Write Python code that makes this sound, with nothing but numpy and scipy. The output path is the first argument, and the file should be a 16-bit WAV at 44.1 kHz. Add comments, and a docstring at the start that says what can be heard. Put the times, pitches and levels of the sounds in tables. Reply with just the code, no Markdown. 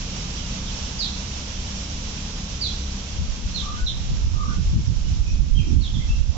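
"""A village yard, where a far engine thuds under a wide, even hiss and a low rumble.
Small birds chirp, each a falling whistle thrown back by the walls; farther birds hold hoarse notes,
among them a two-note call given twice. In the second half moving air buffets the left and right
microphones, and the recorder turns the whole yard down at each strong puff.
A faint insect buzzes, and one soft rustle comes at the very end."""
import sys
import numpy as np
from scipy import signal
from scipy.fft import rfft, irfft
from scipy.io import wavfile
from scipy.ndimage import uniform_filter1d

SR = 44100
rng = np.random.default_rng(int(sys.argv[2]) if len(sys.argv) > 2 else 0)


def to_wav(sig):
    """Store sig (one row per channel, or 1-D mono) as 16-bit WAV at the path in sys.argv[1].

    Samples outside -1..1 are clipped; the rate is SR.
    """
    pcm = np.clip(np.atleast_2d(sig), -1, 1) * 32767
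    pcm = np.round(pcm).astype(np.int16)
    wavfile.write(sys.argv[1], SR, pcm.T)  # frames by channels


N = 280902
TIME = np.arange(N) / SR


def air_puffs(rise=1.2, fall=3.32, steady_s=0.041, top_hz=410):
    """Swirls of air hit the microphones as soft, low bumps, mostly on one side."""
    # puffs of air: (peak time [s], length [s], louder side's level [dB], left minus right [dB], pitch [Hz])
    puffs = [(3.211, 0.12, -22.5, 6, 80), (3.311, .09, -21, -19, 55), (3.453, .09, -23.5, 4, 55),
             (3.84, 0.088, -18, 2, 44.7), (4.125, .08, -23.5, 20, 126), (4.259, .11, -13.5, -8.5, 53.7),
             (4.357, 0.14, -18.5, -18, 73.5), (4.498, 0.092, -24.5, -16, 162), (4.6, .11, -18.5, -8.5, 125),
             (4.689, .12, -15, 1, 55), (4.77, .13, -12.5, 16, 122), (4.901, .1, -12.5, -24, 104),
             (4.977, 0.081, -16, -13, 55), (5.124, .11, -17, -7.5, 79.6), (5.209, 0.09, -11.5, -15, 54),
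             (5.348, 0.068, -11.5, -6, 48), (5.413, 0.076, -5.5, -22, 51), (5.536, 0.12, -6.5, -22, 39.7),
             (5.592, .12, -8.5, -30, 111), (5.732, 0.25, -22, -25, 258), (5.77, 0.18, -8, -21, 76.6),
             (5.967, .14, -18, -8.5, 126.5), (6.117, .1, -12.5, 6, 52), (6.203, 0.1247, -11, -13, 47.6),
             (6.291, 0.085, -10, -16, 47.3)]
    out, size = np.zeros((2, N)), SR // 2
    hz = np.fft.rfftfreq(size, 1 / SR)
    for s, length, db, lean_db, swirl_hz in puffs:
        ratio = hz / swirl_hz
        colour = ratio ** rise / np.sqrt(1 + ratio ** (2 * (rise + fall)))  # a hump near the pitch
        colour /= 1 + (hz / top_hz) ** 10
        swirls = irfft(rfft(rng.standard_normal((2, size))) * colour, size)
        swirls = steadied(unit_level(swirls), steady_s)
        swell = np.hanning(min(int(length * SR), size))
        bump = unit_level(swirls[:, :len(swell)] * swell)
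        balance = sides(lean_db) / sides(lean_db).max()
        add(out, s - length / 2, gain_of(db) * balance * bump)
    return out


def breeze(steady_s=0.062):
    """Swirling air pushes on each microphone separately, as strongly as it moves there."""
    # strength of the breeze: (time [s], left level [dB], right level [dB])
    strength = [(3.1, -40, -35), (3.6, -31, -32.5), (4.1, -24.5, -19.5), (4.6, -26, -17),
                (5.7, -19.5, -13.5), (6.1, -24, -16.5), (6.37, -42, -18.5)]
    # tone of the buffeting: (frequency [Hz], relative level [dB])
    spectrum = [(8, -22.5), (18, 0.5), (35, 1.5), (70, 1), (110, -11.5), (170, -15), (260, -24), (400, -42),
                (800, -66)]
    s, *left_and_right = np.transpose(strength)
    level_db = np.array([np.interp(TIME, s, side, left=-90) for side in left_and_right])
    return steadied(noise(spectrum), steady_s) * gain_of(level_db)


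def bird_chirps(hang=0.16, bend=0.8, waver=0.02, onset=0.08, focus=0.63, taper=0.63):
    """Small birds whistle a clear top note, then slide unsteadily down and fade."""
    # chirps: (time [s], length [s], first pitch [Hz], last pitch [Hz], level [dB],
    # left minus right [dB], wall echo [dB], centre of the swell [0-1])
    chirps = [(0.373, 0.054, 3400, 2610, -43, -10, 6, 0.4), (0.662, 0.05, 3710, 2640, -42, -11, 6, 0.35),
              (0.985, 0.085, 4940, 3035, -26.5, -8.5, 4.5, 0.46),
              (2.607, 0.099, 4670, 2945, -27, -7.5, 2.5, 0.29),
              (3.537, 0.098, 4265, 2856, -30.5, -9.5, 7, 0.3),
              (3.862, 0.04, 4020, 2740, -23, -6.5, 8, 0.17),
              (5.572, 0.041, 3150, 2100, -33.5, -3.5, 1, 0.56),
              (5.803, 0.088, 4390, 2850, -30, -5, 4.5, 0.6), (5.94, 0.046, 3585, 2920, -33, -7, -0.5, 0.3)]
    out = np.zeros((2, N))
    for s, length, first_hz, last_hz, db, lean_db, wall_db, centre in chirps:
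        progress = np.linspace(0, 1, int(length * SR))
        drop = np.clip((progress - hang) / (1 - hang), 0, 1) ** bend
        wobble = 1 + waver * np.sqrt(drop) * wander(250)[:len(progress)]
        hz = first_hz * (last_hz / first_hz) ** drop * wobble
        swell = np.minimum(progress / onset, 1) * (1 - progress) ** taper
        swell /= (1 + ((progress - centre) / focus) ** 2) ** 2.4
        call = swell * np.sin(2 * np.pi * np.cumsum(hz) / SR)
        add(out, s, gain_of(db) * yard_echo(call, lean_db, wall_db))
    return out


def far_birds(quiver=0.035, quiver_hz=42, rasp=0.022):
    """Far birds hold one pitch; a quick quiver makes the note hoarse."""
    # held notes: (time [s], length [s], pitch [Hz], level [dB], left minus right [dB], roughness [0-1])
    notes = [(3.59, 0.16, 1195, -37, 0, 0.95), (3.736, 0.093, 1490, -42, 7, 0.85),
             (4.326, 0.16, 1189, -32.5, 1.5, 0.83), (4.448, 0.1, 1485, -41.5, -3.5, 0.8),
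             (5.002, 0.1, 2940, -49.5, -9, .5), (5.233, 0.065, 2527, -40.5, -4, 0.34),
             (5.543, 0.046, 3185, -31.5, -10, 0.17), (5.986, 0.041, 2100, -42.5, -7, 0.57),
             (6.072, .065, 2720, -37, -8, 0.9)]
    out = np.zeros((2, N))
    for s, length, pitch_hz, db, lean_db, rough in notes:
        progress = np.linspace(0, 1, int(length * SR))
        shake = quiver * np.sin(2 * np.pi * quiver_hz * length * progress)
        shake += rasp * wander(68)[:len(progress)]
        hz = pitch_hz * (1 + rough * shake)
        swell = abs(np.sin(np.pi * progress ** 1.64)) ** 0.8
        call = swell * np.sin(2 * np.pi * np.cumsum(hz) / SR)
        add(out, s, gain_of(db) * yard_echo(call, lean_db, wall_db=3, tail_db=-5))
    return out


def yard_echo(call, lean_db, wall_db, tail_db=-4, first_s=0.005, last_s=0.052, fade_s=0.055):
    """A call arrives directly, then bounces off nearby walls, then blurs into a fading tail."""
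    # how long the yard rings: (frequency [Hz], time to fade by 60 dB [s])
    ring_times = [(1000, 0.34), (3000, 0.66), (6000, 0.36)]
    size, bounces = SR // 2, 14
    t = np.arange(size) / SR
    hz, age_s, bands = signal.stft(rng.standard_normal((2, size)), SR, nperseg=256)
    bands *= gain_of(-60 * age_s / look_up(ring_times, hz)[:, None])
    tail = signal.istft(bands, SR, nperseg=256)[1][:, :size]
    paths = gain_of(tail_db) * unit_level(tail * (1 - np.exp(-t / 0.038))) / np.sqrt(size)
    for side, is_far in zip(paths, (lean_db < 0, lean_db > 0)):
        delays = abs(np.linspace(first_s, last_s, bounces) + rng.uniform(-0.0017, 0.0017, bounces))
        walls = unit_level(rng.choice([-1, 1], bounces) * np.exp(-delays / fade_s)) / np.sqrt(bounces)
        side[(delays * SR).astype(int)] += gain_of(wall_db) * walls
        side[13 * is_far] += 1  # the direct call reaches the far microphone 13 samples later
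    heard = signal.fftconvolve(call[None], paths, axes=1)
    return sides(lean_db) * unit_level(heard) * np.sqrt(len(call) / heard.shape[1])


def insect(band_hz=(5480, 5950), length_s=0.064, lean_db=-5):
    """An insect gives short, high rasps, barely above the hiss."""
    # buzzes: (peak time [s], level [dB])
    buzzes = [(3.65, -44), (3.88, -41), (4.48, -45), (4.87, -46), (5.31, -38.5), (5.7, -40.5), (6.1, -48)]
    swell = sum(gain_of(db) * np.exp(-(2 * (TIME - s) / length_s) ** 4) for s, db in buzzes)
    return sides(lean_db) * band_noise(band_hz, order=3) * swell


def rustle(peak_s=6.37, length_s=0.091, level_db=-39, band_hz=(450, 1110)):
    """One soft, dull rustle."""
    swell = np.exp(-(2 * (TIME - peak_s) / length_s) ** 2)
    return gain_of(level_db) * swell * band_noise(band_hz, order=4)


def far_engine(level_db=-34, unsteady=0.35, jitter=0.0069, fade_from_s=2.86, fade_db_per_s=3):
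    """Only the low tones of a slow engine carry this far, each wavering on the way; then it fades."""
    # engine speed: (time [s], firing rate [Hz])
    speed = [(0, 31), (1.2, 32.3), (2, 33.3), (3.2, 32.4), (6.4, 35.3)]
    # engine tones: (multiple of the firing rate, relative level [dB])
    tones = [(1, -1.5), (2, -1.5), (3, -7.5), (4, -10.5), (5, -13.5), (6, -6), (7, -17), (8, -25), (9, -22)]
    firing_hz = np.interp(TIME, *np.transpose(speed)) * (1 + jitter * wander(5.3))
    firings = np.cumsum(firing_hz) / SR
    thud = np.zeros(N)
    for multiple, db in tones:
        strength = gain_of(db) * (1 + unsteady * wander(2.6))
        thud += strength * np.cos(2 * np.pi * (multiple * firings + rng.random()))
    fade_db = fade_db_per_s * np.maximum(TIME - fade_from_s, 0)
    return gain_of(level_db - fade_db) * unit_level(thud)


def hiss_and_rumble(flicker_db=0.69, rumble_width=0.2):
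    """A wide hiss, different on each side, over a rumble that both sides nearly share."""
    # tone of the hiss and of the far rumble, each: (frequency [Hz], relative level [dB])
    hiss_spectrum = [(100, 2.5), (350, -6), (900, -1.5), (1900, -6.5), (2700, -1), (3500, -1), (4500, -3),
                     (5200, -0.5), (5750, 2.5), (6400, -2.5), (7300, -5), (7900, -17)]
    rumble_spectrum = [(10, -14), (30, 2.5), (65, 0.5), (110, -10), (190, -8), (260, -15.5), (380, -24),
                       (500, -22), (750, -34), (1500, -49)]
    # how the hiss leans to one side: (frequency [Hz], left minus right [dB])
    hiss_lean = [(500, -3), (1500, -1), (2700, -5.5), (4600, -7.5), (7900, -6)]
    # background loudness: (time [s], hiss level [dB], rumble level [dB])
    levels = [(0, -35, -31.5), (1.4, -35, -32.5), (2.6, -36.3, -33), (4.0, -37, -33.5), (6.4, -37, -33)]
    s, hiss_db, rumble_db = np.transpose(levels)
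    balance = sides(look_up(hiss_lean, np.fft.rfftfreq(N, 1 / SR)))
    hiss = irfft(rfft(noise(hiss_spectrum)) * balance, N)
    hiss *= gain_of(np.interp(TIME, s, hiss_db) + flicker_db * wander(12))
    rumble = noise(rumble_spectrum, channels=1) + rumble_width * noise(rumble_spectrum)
    return hiss + rumble * gain_of(np.interp(TIME, s, rumble_db))


def gain_of(db):
    """Turns decibels into a number to multiply by."""
    return 10 ** (np.asarray(db) / 20)


def unit_level(x):
    """Scales each channel to an average (rms) level of 1."""
    return x / np.sqrt(np.mean(x ** 2, axis=-1, keepdims=True) + 1e-20)


def look_up(table, hz):
    """Reads between a table's rows on a logarithmic frequency scale."""
    row_hz, value = np.transpose(table)
    return np.interp(np.log(hz + 1), np.log(row_hz + 1), value)


def sides(lean_db):
    """Left and right gains; a positive lean is louder on the left."""
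    return gain_of(np.array([[0.5], [-0.5]]) * lean_db)


def add(mix, s, sound):
    """Lays a stereo sound into the mix at s seconds."""
    part = mix[:, max(round(s * SR), 0):][:, :sound.shape[1]]
    part += sound[:, :part.shape[1]]


def noise(spectrum, channels=2):
    """Separate noise for each channel, all with the same tone."""
    colour = gain_of(look_up(spectrum, np.fft.rfftfreq(N, 1 / SR)))
    return unit_level(irfft(rfft(rng.standard_normal((channels, N))) * colour, N))


def band_noise(band_hz, order):
    """Stereo noise between two frequencies; a higher order gives sharper edges."""
    band = signal.butter(order, band_hz, "bandpass", fs=SR, output="sos")
    return unit_level(signal.sosfilt(band, rng.standard_normal((2, N))))


def wander(rate_hz):
    """A smooth random drift, up to about the given rate."""
    hz = np.fft.rfftfreq(N, 1 / SR)
    return unit_level(irfft(rfft(rng.standard_normal(N)) / (1 + (hz / rate_hz) ** 4), N))


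def steadied(swirls, steady_s):
    """Irons out the chance swells in a noise."""
    return swirls / np.sqrt(uniform_filter1d(swirls ** 2, int(steady_s * SR)) + 0.017)


def gain_control(dry, threshold_db=-22, ratio=1.77, sense_s=0.025, recover_s=0.34):
    """When either side gets loud, the recorder turns both down; the volume then creeps back."""
    power = uniform_filter1d(dry ** 2, int(sense_s * SR)).max(0)
    level_db = 10 * np.log10(abs(power) + 1e-12)
    cut_db = np.maximum(level_db - threshold_db, 0) * (1 - 1 / ratio)
    recovery = np.exp(-TIME / recover_s)
    held_db = np.maximum.accumulate(cut_db / recovery) * recovery
    return dry * gain_of(-uniform_filter1d(held_db, size=900))


def scene():
    """The yard with its birds and insect, air on the microphones and a last soft rustle."""
    yard = hiss_and_rumble() + far_engine() + bird_chirps() + far_birds() + insect()
    return yard + breeze() + air_puffs() + rustle()


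def record(dry):
    """The recorder turns loud moments down, then cuts off the highest treble."""
    low_pass = signal.firwin(601, cutoff=7800, window=("kaiser", 9), fs=SR)
    return signal.oaconvolve(gain_control(dry), low_pass[None], "same")


dry = scene()
out = record(dry)
to_wav(out)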